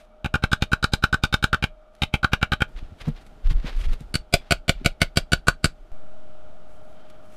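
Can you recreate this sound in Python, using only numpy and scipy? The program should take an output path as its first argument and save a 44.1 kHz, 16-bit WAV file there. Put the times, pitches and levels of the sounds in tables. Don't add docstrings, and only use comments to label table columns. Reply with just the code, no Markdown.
import sys
import numpy as np
from scipy import signal
from scipy.fft import rfft, irfft
from scipy.io import wavfile
from scipy.ndimage import uniform_filter1d

SR = 44100
rng = np.random.default_rng(int(sys.argv[2]) if len(sys.argv) > 2 else 0)


def boost(x):
    u = np.asarray(x, float) / 20
    return 10 ** u


def output_pcm(signal):
    pcm = np.clip(np.atleast_2d(signal).T, -1, 1) * 32767
    wavfile.write(sys.argv[1], SR, np.round(pcm).astype(np.int16))


N = 324576

# (time [s], centre of the frame after the blow [ms],
# sleeve ring [dB], steel ring [dB], tilt of the steel towards the treble [dB per octave])
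BENCH_HITS = [(0.2591, -11, -21, -26, -11), (0.3544, -12.5, -11.5, -21.5, -8),
              (0.4378, 1.5, -17.5, -21.5, -6.5), (0.53, -3.5, -12.5, -19.5, 8.5),
              (0.6222, 6.5, -24.5, -19.5, 3), (0.7313, -3, -11.5, -19, 3.5),
              (0.8412, -4.5, -12.5, -18.5, 8), (0.935, 3.5, -20, -17.5, 7), (1.038, 2, -10.5, -17, 3),
              (1.1416, -10, -10.5, -21, 8), (1.2361, 8, -12.5, -18, 6.5), (1.3402, -4.5, -14, -16.5, 5.5),
              (1.44, -3.5, -12.5, -17.5, 7.5), (1.5292, 14.5, -9.5, -21.5, 4.5),
              (1.6391, -7, -19, -17.5, -13.5), (2.0191, 17, -24, -16, 1.5),
              (2.1388, 8.5, -23.5, -19.5, -17), (2.244, -4, -9.5, -20, -2.5), (2.3325, 3, -14.5, -18, -2.5),
              (2.4279, 1, -14.5, -20.5, -10.5), (2.519, 16, -10, -19, -2.5), (2.619, -2.5, -14, -21, -20)]
FLOOR_HITS = [
    (4.1538, -7, -26, -16, 6),
    (4.3382, 4, -24.5, -8, 2),
    (4.5207, -8.5, -18, -10, 2.5),
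    (4.6928, -1, -24.5, -10.5, -1),
    (4.8594, 1, -22, -10.5, -3),
    (5.0163, 7, -20.5, -10.5, -4.5),
    (5.1714, 4, -23.5, -11, 4.5),
    (5.332, -5, -15.5, -12.5, 5),
    (5.4824, 0.5, -10.5, -14, 8),
    (5.6429, 9.5, -19.5, -12.5, 8),
]
BENCH_JUMP, FLOOR_JUMP = 644, 566


def unit(x):
    return x / np.sqrt(np.mean(x ** 2))


def band(x, lo_hz, hi_hz, order=2):
    return signal.sosfilt(signal.butter(order, [lo_hz, hi_hz], "band", fs=SR, output="sos"), x)


def noise_band(lo_hz, hi_hz, order=1):
    return unit(band(rng.standard_normal(N), lo_hz, hi_hz, order))


def coloured(spectrum, x):
    hz, db = np.transpose(spectrum)
    f = np.maximum(np.fft.rfftfreq(len(x), 1 / SR), 1)
    gain = boost(np.interp(np.log(f), np.log(hz), db))
    return unit(irfft(rfft(x) * gain, len(x)))


def walk(rate):
    k = int(SR / rate)
    held = np.repeat(rng.standard_normal(N // k + 1), k)
    return 0.98 * uniform_filter1d(uniform_filter1d(held, k), k)[:N]


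def swell(s, length, db, rise=0.27, fall=1.0):
    coarse = np.arange(0, N, 64)
    t = coarse / SR - np.asarray(s)[:, None]
    width = np.asarray(length)[:, None] * np.where(t < 0, rise, fall)
    power = (boost(np.asarray(db))[:, None] * np.exp(-(t / width) ** 2)) ** 2
    return np.interp(np.arange(N), coarse, np.sqrt(power.sum(0)))


def add(out, sound, s, centre_ms, skip):
    hop_ms, frame_ms = 14, 85
    t_ms = np.arange(len(sound)) / SR * 1000
    for frame in range(-1, 10):
        place = (t_ms - centre_ms - frame * (hop_ms + skip / SR * 1000)) / frame_ms
        fade = np.cos(np.pi * np.clip(place, -.5, .5)) ** 4
        start = int(s * SR) - frame * skip
        out[start:start + len(sound)] += fade * sound


def room_tone():
    # (frequency [Hz], width [Hz], level [dB])
    motor_lines = [(215, 8, -10.5), (555, 25, -29), (636, 43, 0), (650, 17, -10.5), (750, 58, -13.5),
                   (1224, 77, -7), (1330, 100, -14.5), (2290, 18, -19.5), (3140, 80, -29), (3720, 90, -27),
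                   (5695, 100, -37), (10950, 50, -36.5)]
    # (frequency [Hz], level [dB per Hz])
    air_colour = [(100, -25.5), (210, -8), (450, -15), (800, -8), (1050, -28.5), (1400, -12), (1800, -36.5),
                  (3100, -26.5), (4500, -38.5), (9000, -61.5), (14000, -76.5)]
    # (from [s], motor [dB], air [dB], low air [dB], swell [dB per s])
    mic_places = [
        (0, -61.5, -62.5, -75, -0.05),
        (2.68, -70, -58.5, -56.5, -0.3),
        (4.13, -65.5, -58.5, -63, -1.7),
        (5.918, -59.5, -57, -66, 0.5),
    ]
    motor = np.zeros(N)
    for hz, width, db in motor_lines:
        motor += boost(db + .7 * walk(9.7)) * noise_band(hz - width / 2, hz + width / 2)
    main_hz = 615 + 2.0 * walk(3.2)
    motor += boost(7.5 + 0.72 * walk(22)) * np.sin(2 * np.pi * np.cumsum(main_hz) / SR)
    air = coloured(air_colour, rng.standard_normal(N)) * boost(0.5 * walk(8.3))
    low = noise_band(30., 220.) * boost(1.9 * walk(4.2))
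    t, rows = np.arange(N) / SR, np.array(mic_places)
    since, motor_db, air_db, low_db, swell_db = rows[np.searchsorted(rows[1:, 0], t)].T
    drift = boost(swell_db * (t - since))
    return drift * (boost(motor_db) * motor + boost(air_db) * air) + boost(low_db) * low


def fibre_grains():
    grains = rng.standard_normal(N) * boost(2.6 * rng.exponential(size=N))
    return grains * boost(2.5 * walk(220) + 1.5 * walk(60))


def cloth_and_skin(body, top, dull):
    # (loudest [s], length [s], level [dB], brightness [dB])
    rubs = [(0.0, 0.054, -60.5, -1.5), (1.98, 0.082, -67, -3), (2.777, 0.025, -47.5, -18),
            (2.847, 0.074, -62.5, -34), (2.994, .03, -59, -5), (3.013, 0.015, -39.5, -11),
            (3.058, 0.056, -51, -36), (3.171, 0.029, -51, -22), (3.215, 0.016, -56, -4),
            (3.457, 0.025, -48.5, -17), (3.508, 0.02, -38.5, -9), (3.616, 0.15, -57, -37),
            (3.674, 0.045, -39, -31), (3.735, 0.037, -53, -20), (3.8, 0.064, -44.5, -4.5),
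            (3.843, 0.021, -42, -15), (3.89, 0.026, -52, -8), (3.928, .025, -44, -10),
            (3.968, 0.025, -63, -16), (4.007, 0.024, -55, -2), (3.32, 0.12, -83, -20),
            (4.442, 0.088, -59.5, -34), (4.79, 0.085, -58.5, -26), (6.724, .09, -72.5, 9),
            (6.887, .09, -75.5, 10), (7.02, 0.19, -67, -10), (7.25, 0.055, -71.5, 7),
            (7.341, 0.083, -64.5, 5.5)]
    s, length, db, bright_db = np.transpose(rubs)
    shape = dict(rise=0.58, fall=0.98)
    level = swell(s, length, db, **shape)
    stiff = swell(s, length, db + bright_db - 9.0, **shape)
    soft = swell(s, length, db - 15 - 0.34 * bright_db, **shape)
    return level * body + soft * dull + stiff * top


def squeak(grains):
    gain = swell([7.0], [0.14], [-69.5], 0.44, 1.9)
    return gain * unit(band(grains, 3135.0, 3157.0, order=1))


def add_ticks(out, body, top, dull):
    # (time [s], level [dB], brightness [dB], dull part [dB], decay [s])
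    taps = [
        (1.951, -50, 6, -23, 0.0028),
        (2.692, -63.5, 19, -12, .002),
        (3.08, -58, -30, 22.5, 0.016),
        (3.265, -56, 3, -15, 0.018),
        (3.932, -39, 1, 3, 0.0055),
        (4.006, -55, 13, -17, .003),
        (7.1, -55, 3.5, -15, 0.0085),
    ]
    t = np.arange(2000) / SR
    for s, db, bright_db, dull_db, decay in taps:
        at = slice(int(s * SR), int(s * SR) + len(t))
        mix = body[at] + boost(bright_db - 11.5) * top[at] + boost(dull_db) * dull[at]
        add(out, boost(db) * np.exp(-t / decay) * mix, s, -3.0, BENCH_JUMP)


def rustle():
    # (frequency [Hz], level [dB per Hz])
    cloth_colour = [(700, -17), (1200, -6.5), (1900, -6), (3700, -8), (4800, -14), (6500, -24.5)]
    grains = fibre_grains()
    body = coloured(cloth_colour + [(16000, -57.5)], grains)
    top = unit(band(grains, 4700.0, 12000.0))
    dull = unit(band(grains, 240.0, 730.0, order=1))
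    out = cloth_and_skin(body, top, dull) + squeak(grains)
    add_ticks(out, body, top, dull)
    return out


def shake():
    # (loudest [s], length [s], level [dB])
    mic_swings = [(2.75, 0.051, -29), (2.823, 0.041, -24.5), (3.06, 0.096, -28), (3.465, 0.065, -11.5),
                  (3.551, 0.048, -10), (3.774, 0.076, -14.5), (3.872, 0.061, -10.5), (4.75, 0.14, -32),
                  (1.717, 0.063, -46.5), (3.3, 0.18, -45.5), (3.663, 0.083, -26), (4.044, .1, -36),
                  (5.811, .08, -41)]
    swing = noise_band(16., 34., order=2)
    swing /= np.sqrt(uniform_filter1d(swing ** 2, 5000) + 0.26)
    late_s, jolt_s = 0.012, 0.061
    jolts = [(row[0] + late_s, jolt_s, -38.5) for row in BENCH_HITS]
    jolts += [(row[0] + late_s, jolt_s, -27.5) for row in FLOOR_HITS]
    moved = boost(-50.5) + swell(*np.transpose(mic_swings + jolts))
    step_s, rise_s, decay_s = 5.918, 0.0092, 0.96
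    t = np.arange(N) / SR - step_s
    step = -0.059 * np.sin(np.pi / 2 * np.clip(t / rise_s, 0, 1)) ** 2 * np.exp(-t / decay_s)
    rumble = boost(-54.0) * noise_band(11.0, 70.0)
    return np.where(t < 0, boost(-2.0) * moved * swing, step + rumble)


def modes(table, t, rise_s, scatter_db, rough):
    hz, db, t60 = np.transpose(table)[:, :, None]
    chance = rng.standard_normal((3, len(table), 1))
    wander = np.cumsum(rng.standard_normal((len(table), len(t))), axis=1)
    flutter = rough * uniform_filter1d(wander, size=40)
    phase = 2 * np.pi * hz * (1 + 0.0071 * chance[1]) * t + 9 * chance[2] + flutter
    y = boost(db + scatter_db * chance[0]) * np.sin(phase)
    return (y * np.exp(-np.log(1000) * t / t60)).sum(0) * (1 - np.exp(-t / rise_s)) ** 2


def tinted(table, low_db, tilt, seat_db):
    rows = []
    for hz, db, t60 in table:
        if hz < 1000:
            tint = low_db
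        else:
            tint = tilt * np.clip(np.log2(hz / 3100), -.6, .6)
        seat = seat_db * np.exp(-(np.log2(hz / 3070) / 0.13) ** 2)
        rows.append((hz, db + tint + seat, t60))
    return rows


def mallet_thump(t, sag_hz):
    push = -np.exp(-np.abs((t - .003) / 0.0018) ** 3)
    thump = signal.sosfilt(signal.butter(1, sag_hz, "high", fs=SR, output="sos"), push)
    thump += 0.42 * np.sin(2 * np.pi * 310 * t) * np.exp(-t / 0.0031)
    thump -= 0.036 * np.sin(2 * np.pi * 30 * t) * np.exp(-t / .08)
    return thump


def blow(ring, steel, room, sag_hz, thump_db, ring_db, steel_db, crack_db):
    t = np.arange(len(room)) / SR
    chatter = np.exp(-t / .002) + .22 * np.exp(-t / .011) + .04 * np.exp(-t / .035)
    chatter *= 1 - np.exp(-t / .0004)
    crack = band(rng.standard_normal(len(t)), 5500., 8900.0) * chatter
    rattle = band(rng.standard_normal(len(t)), 2200.0, 3900.0, order=1) * chatter
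    struck = modes(steel, t, .0004, 1, .14)
    late = np.maximum(t - .0015, 0)
    direct = boost(ring_db + 7.5) * modes(ring, late, 0.00044, 0.84, .025)
    direct += boost(steel_db + 3.0) * struck
    direct += boost(steel_db + 7.5) * rattle
    direct += boost(crack_db + 1.0) * crack
    direct += boost(thump_db + 5.5) * mallet_thump(t, sag_hz)
    heard = direct + signal.fftconvolve(direct[:350], room)[:len(t)]
    return 0.86 * np.tanh(heard / 0.8)


def garage(db):
    # (frequency [Hz], level [dB], time to fall by 60 dB [s])
    echo_bands = [(155, -6.5, 0.32), (675, 2.5, 0.19), (1500, 1.5, 0.14), (3000, -0.5, 0.23),
                  (5750, -5.5, 0.1), (12000, -29.5, .2)]
    t = np.arange(int(.26 * SR)) / SR
    tail = np.zeros(len(t))
    for hz, d, t60 in echo_bands:
        tail += boost(d) * band(rng.standard_normal(len(t)), hz / 1.8, hz * 1.7, order=1) * 1000 ** (-t / t60)
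    return boost(db) * tail * (1 - np.exp(-t / 0.0035)) / np.sqrt(np.sum(tail ** 2))


def bout(out, blows, ring, steel, grip, seat, room_db, sag_hz, skip):
    thump_db, thump_drift, low_ring_db, low_ring_drift, first_low_ring_db = grip
    room = garage(room_db)
    for k, (s, centre_ms, ring_db, steel_db, tilt) in enumerate(blows):
        since = s - blows[0][0]
        light_db = -3.5 if k == 0 else 0
        low_db = low_ring_db + low_ring_drift * since if k else first_low_ring_db
        sleeve = tinted(ring, low_db - ring_db, 0, 0)
        spindle = tinted(steel, 0, tilt, seat[0] + seat[1] * since)
        crack_db = steel_db - 14 + 1.6 * tilt
        push_db = thump_db + thump_drift * since + light_db
        sound = blow(sleeve, spindle, room, sag_hz, push_db, ring_db, steel_db, crack_db)
        add(out, sound, s, centre_ms, skip)


def add_bumps(out):
    # (time [s], level [dB], frequency [Hz], time to fall by 60 dB [s])
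    knocks = [(2.825, -25, 108, 0.031), (2.918, -30, 119, 0.12), (3.009, -37, 102, 0.093),
              (3.076, -14.5, 150.6, 0.14), (3.081, -29.5, 220, 0.08), (4.81, -33, 250, 0.092),
              (3.505, -20.5, 99, 0.15), (3.644, -14.5, 149, 0.035), (3.92, -9, 96, 0.014),
              (3.936, -29, 91, 0.06), (4.009, -26.5, 148.4, 0.061)]
    # (frequency ratio [1], level [dB], share of the fall time [1])
    knock_rings = [(1, 0, 1), (.64, -6.5, 1), (1.52, -7, 1), (3.1, -22, 1.1), (4.6, -30, .8)]
    t = np.arange(int(.3 * SR)) / SR
    for s, db, hz, t60 in knocks:
        rings = [(ratio * hz, db + d, share * t60) for ratio, d, share in knock_rings]
        add(out, modes(rings, t, 0.0017, 0.46, 0), s, 3.0, FLOOR_JUMP)


def mallet():
    # (frequency [Hz], level [dB], time to fall by 60 dB [s])
    bench_sleeve = [(1505, -7.5, 0.061), (1569, -4.5, 0.029), (1415, -3, 0.032), (1202, -2, 0.013),
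                    (822.3, -7, 0.03), (551, -16.5, 0.04)]
    bench_spindle = [(2346, -4.5, 0.056), (2550, -7, 0.042), (2923, -9, 0.017), (3054, -0.5, 0.02),
                     (3784, 2.5, 0.024), (4267, 5, 0.0058), (5040, -13.5, 0.037), (7400, -25, .03),
                     (8550, -23, 0.018), (9300, -45.5, .02), (11700, -35, 0.1)]
    floor_sleeve = [(1480, 7, 0.022), (1240, 4, 0.012), (679.5, -1.5, 0.041), (552, -12, 0.096),
                    (425, -11.5, 0.053)]
    floor_spindle = [(2299, -1.5, 0.031), (2460, -16, 0.012), (2820, 1.5, 0.0093), (3268, -7, 0.017),
                     (3996, -10, 0.038), (4645, -4.5, 0.034), (4460, -10, 0.025), (5360, -24.5, 0.029),
                     (7400, -14, 0.035), (8160, -10, 0.017), (9240, -8, 0.013), (9960, -14, 0.0084),
                     (12530, -33.5, 0.098)]
    out = np.zeros(N)
    # ring of the bearing seat [dB], its drift [dB per s]
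    bout(out, BENCH_HITS, bench_sleeve, bench_spindle, grip=(-13, -0.2, -20.5, 1.5, -19.5), seat=(-0.98, 2.2),
         room_db=-17.0, sag_hz=26.0, skip=BENCH_JUMP)
    bout(out, FLOOR_HITS, floor_sleeve, floor_spindle, grip=(-11, 1.5, -12.5, -9, -38.5), seat=(6.1, -4),
         room_db=-17.5, sag_hz=78.0, skip=FLOOR_JUMP)
    add_bumps(out)
    return out


def scene():
    return (room_tone() + rustle() + shake() + mallet())[None]


def band_limit(x):
    return signal.sosfilt(signal.butter(12, 16520, fs=SR, output="sos"), x)


def record(dry):
    rounded = np.tanh(0.83 * dry) / 0.84
    soft = signal.sosfilt(signal.butter(12, 15200., fs=SR, output="sos"), rounded)
    return band_limit(soft)


dry = scene()
out = record(dry)
output_pcm(out)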